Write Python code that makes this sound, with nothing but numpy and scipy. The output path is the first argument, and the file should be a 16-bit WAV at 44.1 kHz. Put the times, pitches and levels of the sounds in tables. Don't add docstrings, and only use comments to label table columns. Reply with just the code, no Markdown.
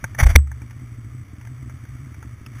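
import sys
import numpy as np
from scipy import signal
from scipy.fft import rfft, irfft, next_fast_len
from scipy.io import wavfile
from scipy.ndimage import map_coordinates

SR = 44100
rng = np.random.default_rng(int(sys.argv[2]) if len(sys.argv) > 2 else 0)


def dump_mix(stems):
    frames = np.atleast_2d(stems).T
    limited = np.clip(frames, -1, 1)
    pcm = np.round(limited * 32767).astype(np.int16)
    wavfile.write(sys.argv[1], SR, pcm)


N = 114660
T = np.arange(N) / SR

# (time [s], relative level [dB])
POP_EVENTS = [(0.027, -38), (0.041, -38), (0.108, -41), (0.127, -40), (0.615, -36), (0.633, -37),
              (0.65, -42), (0.761, -40), (0.815, -38), (0.83, -39), (0.915, -40), (0.982, -39),
              (1.043, -41), (1.062, -41), (1.145, -39), (1.196, -37), (1.22, -41), (1.247, -43),
              (1.278, -43), (1.33, -35), (1.379, -38), (1.496, -40), (1.512, -39), (1.624, -37),
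              (1.656, -41), (1.672, -37), (1.736, -39), (1.834, -37), (1.948, -38), (1.989, -39),
              (2.003, -42), (2.065, -36), (2.114, -40), (2.166, -42), (2.179, -40), (2.247, -38),
              (2.263, -37), (2.332, -42), (2.41, -37), (2.428, -43), (2.465, -41), (2.513, -39),
              (2.558, -40)]
# (frequency [Hz], relative density [dB per Hz])
PLASTIC_SPECTRUM = [(100, 9.5), (400, -11), (650, -0.5), (1200, -2), (1600, -0.5), (2200, 3.5),
                    (2700, -13.5), (3500, -8.5), (4000, -17.5)]
# (frequency [Hz], relative density [dB per Hz])
RUB_SPECTRUM = [(100, 6.5), (300, -6.5), (700, -6.5), (1500, -28)]
HUM_HZ = 121


def amp(db):
    return 10 ** (np.asarray(db) / 20)


def unit(x):
    return x / np.sqrt(np.mean(x ** 2) + 1e-20)


def curve(rows):
    return np.interp(T, *np.transpose(rows))


def filtered(x, response):
    size = next_fast_len(N + SR // 2)
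    spectrum = rfft(x, size) * response(np.fft.rfftfreq(size, 1 / SR))
    return irfft(spectrum, size)[..., :N]


def noise(spectrum):
    f, db = np.transpose(spectrum)
    return unit(filtered(rng.standard_normal(N), lambda hz: amp(np.interp(np.log(hz + 1), np.log(f), db))))


def bell(x, centre, width):
    return np.exp(-.5 * ((x - centre) / width) ** 2)


def fade(start, t60, attack):
    t = np.maximum(T - start, 0)
    return (1 - np.exp(-t / attack)) * np.exp(-np.log(1000) * t / t60)


def ring(start, modes, attack):
    total = np.zeros(N)
    for k, (hz, db, t60) in enumerate(modes):
        sine = np.sin(2 * np.pi * hz * (T - start))
        total += (-1) ** k * amp(db) * fade(start, t60, attack) * sine
    return total


def wobble(rate):
    knots = rng.standard_normal(int(N * rate / SR) + 4)
    return map_coordinates(knots, [T * rate])


def thump():
    THUMP_S, PUSH_S, PUSH_DB = .3602, .0023, 6
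    THUD_DB, THUD_S = -3, .0025
    CRACK_DB, CRACK_S = -4, .00296
    CLACK_HZ, CLACK_DB, CLACK_S, CLACK_LAG_S = 2230, 6.5, .0012, .0011
    BOOM_LAG_S = .0004
    # (frequency [Hz], level [dB], t60 [s])
    shell = [(70.7, 2, 0.35), (221, -3.5, 0.043), (370, -20.5, 0.054)]
    u = (T - THUMP_S) / PUSH_S
    push = amp(PUSH_DB) * u * np.exp((1 - u * u) / 2)
    thud = amp(THUD_DB) * noise(RUB_SPECTRUM) * bell(T, THUMP_S, THUD_S)
    crack = amp(CRACK_DB) * noise(PLASTIC_SPECTRUM) * bell(T, THUMP_S, CRACK_S)
    clack = amp(CLACK_DB) * np.sin(2 * np.pi * CLACK_HZ * T) * bell(T, THUMP_S + CLACK_LAG_S, CLACK_S)
    boom = ring(THUMP_S + BOOM_LAG_S, shell, attack=0.0031)
    return push + thud + crack + clack + boom


def visor_slide():
    SQUEAK_HZ, SQUEAK_WIDTH_HZ, SQUEAK_DB, SQUEAK_AT_S, SQUEAK_S = 1930, 170, -18, .198, .007
    GRAIN_DB, GRAIN_KNOTS_PER_S = 1, 500
    JUDDER_HZ, RUB_DB = 54, -25.5
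    # (time [s], width [s], level [dB])
    scrapes = [(0.191, 0.0039, -21), (0.207, 0.0075, -18), (0.237, 0.0058, -20), (.269, 0.0043, -22.5),
               (0.305, 0.012, -24.5), (.345, 0.0095, -37)]
    # (time [s], peak level [dB], half length [s])
    judders = [(0.2325, -2.5, 0.0032), (0.266, -.5, 0.0088), (.301, -5, 0.0035), (0.326, -12, 0.0035)]
    bursts = sum(amp(db) * bell(T, s, width) for s, width, db in scrapes)
    scrape = noise(PLASTIC_SPECTRUM) * bursts
    squeak = unit(filtered(rng.standard_normal(N), lambda hz: bell(hz, SQUEAK_HZ, SQUEAK_WIDTH_HZ)))
    out = scrape + amp(SQUEAK_DB) * squeak * bell(T, SQUEAK_AT_S, SQUEAK_S)
    out = out * unit(amp(GRAIN_DB * wobble(GRAIN_KNOTS_PER_S)))
    rub = amp(RUB_DB) * noise(RUB_SPECTRUM)
    for s, db, half in judders:
        shove = bell(T, s, 0.99 * half) * np.sin(2 * np.pi * JUDDER_HZ * (T - s))
        out += amp(db) * (shove / shove.max() + rub * bell(T, s, half))
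    return out


def ticks():
    TICK_DB, EDGE_DB = -4, 2.5
    TICK_T60_S, TICK_RING, TICK_KNOCK = 0.026, 0.93, 0.73
    # (time [s], relative level [dB], pitch [Hz], relative level of the crisp edge [dB])
    tick_events = [(0.0409, -11.5, 1577, -53.5), (0.1471, -24.5, 1790, -44), (0.387, -27.5, 1140, -59),
                   (0.4709, -29, 1280, -53), (0.5149, -26.5, 1574, -61), (0.6175, -32, 2300, -56),
                   (0.7079, -35.5, 2150, -46), (1.4117, -35, 2240, -50), (1.4501, -36, 1336, -44.5),
                   (1.472, -35, 2050, -58), (1.696, -33, 1360, -57), (1.8514, -38.5, 1190, -74),
                   (2.144, -38.5, 2310, -64), (2.2268, -28, 1340, -54), (2.4619, -33.5, 1280, -38)]
    # (frequency [Hz], relative level [dB], t60 [s])
    tick_modes = [(111, -2, 0.07), (900, -7, 0.036)]
    # (frequency [Hz], relative density [dB per Hz])
    grit_spectrum = [(200, -18), (600, -2.5), (1000, -6.5), (1600, 7), (2200, 1.5), (2700, -20.5),
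                     (4000, -20.5)]
    # (frequency [Hz], relative density [dB per Hz])
    edge_spectrum = [(1500, -19), (2600, 4.5), (3800, -12)]
    grit, edge, out = noise(grit_spectrum), noise(edge_spectrum), np.zeros(N)
    for s, db, hz, edge_db in tick_events:
        shape = fade(s, TICK_T60_S, attack=0.0011)
        click = shape * (grit + TICK_RING * np.sin(2 * np.pi * hz * (T - s)))
        knock = TICK_KNOCK * ring(s, tick_modes, attack=0.00033)
        out += amp(db + TICK_DB) * (click - knock)
        out += amp(edge_db + EDGE_DB) * shape * edge
    return out


def engine_turns():
    HUM_LAG_S = .0058
    times = np.transpose(POP_EVENTS)[0] + HUM_LAG_S
    turns = np.append(0, np.cumsum(np.round(np.diff(times) * HUM_HZ)))
    return HUM_HZ * T + np.interp(T, times, turns - HUM_HZ * times)


def engines():
    HUM_DB, POP_DB = -1, 3
    POP_VARIES_DB, POP_ATTACK_S = 1, .002
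    RUMBLE_DB, CLATTER_PULSING = -43, .2
    # (multiple of the hum frequency, relative level [dB])
    hum_orders = [(.5, -20), (1, 0), (2, -20)]
    # (time [s], relative level [dB])
    hum_level = [(0, -49), (.3, -25), (.62, -38), (.85, -37), (.97, -38.5), (1.1, -37.5), (1.22, -31.5),
                 (1.28, -81), (1.4, -44), (1.47, -34.5), (1.72, -36.5), (1.8, -43.5), (1.9, -36),
                 (2.1, -37), (2.21, -50), (2.33, -34), (2.4, -66), (2.47, -39), (2.6, -36.5)]
    # (frequency [Hz], relative level [dB], t60 [s])
    exhaust = [(74.5, 2.5, 0.1), (108, 4, 0.083), (230.6, 0, 0.037), (303.4, -3, 0.045)]
    # (frequency [Hz], relative density [dB per Hz])
    rumble_spectrum = [(10, -6.5), (45, -10), (62, 3), (105, 4.5), (165, -12.5), (200, -12.5), (260, -11),
                       (320, -16), (420, -22), (600, -31), (1500, -51)]
    # (frequency [Hz], relative density [dB per Hz])
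    clatter_spectrum = [(200, -26), (450, -16.5), (640, -2.5), (900, -6.5), (1250, 5.5), (1500, -1),
                        (2250, 4), (2550, -8.5), (3500, -8.5), (4000, -12.5)]
    # (time [s], level [dB])
    clatter_level = [(0, -51), (.4, -53), (1.2, -55), (2, -52.5), (2.5, -54.5), (2.6, -45.5)]
    phase = 2 * np.pi * (engine_turns() + 0.11 * wobble(25.34))
    overtones = sum(amp(db) * np.cos(k * phase) for k, db in hum_orders)
    hum = unit(overtones) * amp(curve(hum_level) + HUM_DB)
    pops = np.zeros(N)
    for s, db in POP_EVENTS:
        pop_db = db + POP_DB + POP_VARIES_DB * rng.standard_normal()
        pops += amp(pop_db) * ring(s, exhaust, POP_ATTACK_S)
    pulsing = 1 + CLATTER_PULSING * np.cos(phase / 2)
    clatter = noise(clatter_spectrum) * pulsing * amp(curve(clatter_level))
    return hum + pops + clatter + amp(RUMBLE_DB) * noise(rumble_spectrum)


def scene():
    mono = thump() + visor_slide() + ticks() + engines()
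    return np.tile(mono, (2, 1))


def held(x):
    CLIP_LEVEL = 1
    narrow = filtered(x, lambda hz: 1 / np.sqrt(1 + (hz / 3750) ** 60))
    fine = signal.resample_poly(narrow, 160, 147, axis=1)
    coarse = np.clip(fine[:, ::6], -CLIP_LEVEL, CLIP_LEVEL)
    steps = np.repeat(coarse, 6, axis=1)
    return signal.resample_poly(steps, 147, 160, axis=1)[:, :N]


def record(dry):
    DUCK_POWER, DUCK_S, TOP_HZ = 0.37, 0.17, 15200
    memory = bell(T[:SR // 2], DUCK_S / 2, DUCK_S / 5)
    power = np.abs(signal.fftconvolve(dry[0] ** 2, memory / memory.sum())[:N])
    ducked = dry / (1 + power / DUCK_POWER)
    return filtered(held(ducked), lambda hz: 1 / np.sqrt(1 + (hz / TOP_HZ) ** 100))


dry = scene()
out = record(dry)
dump_mix(out)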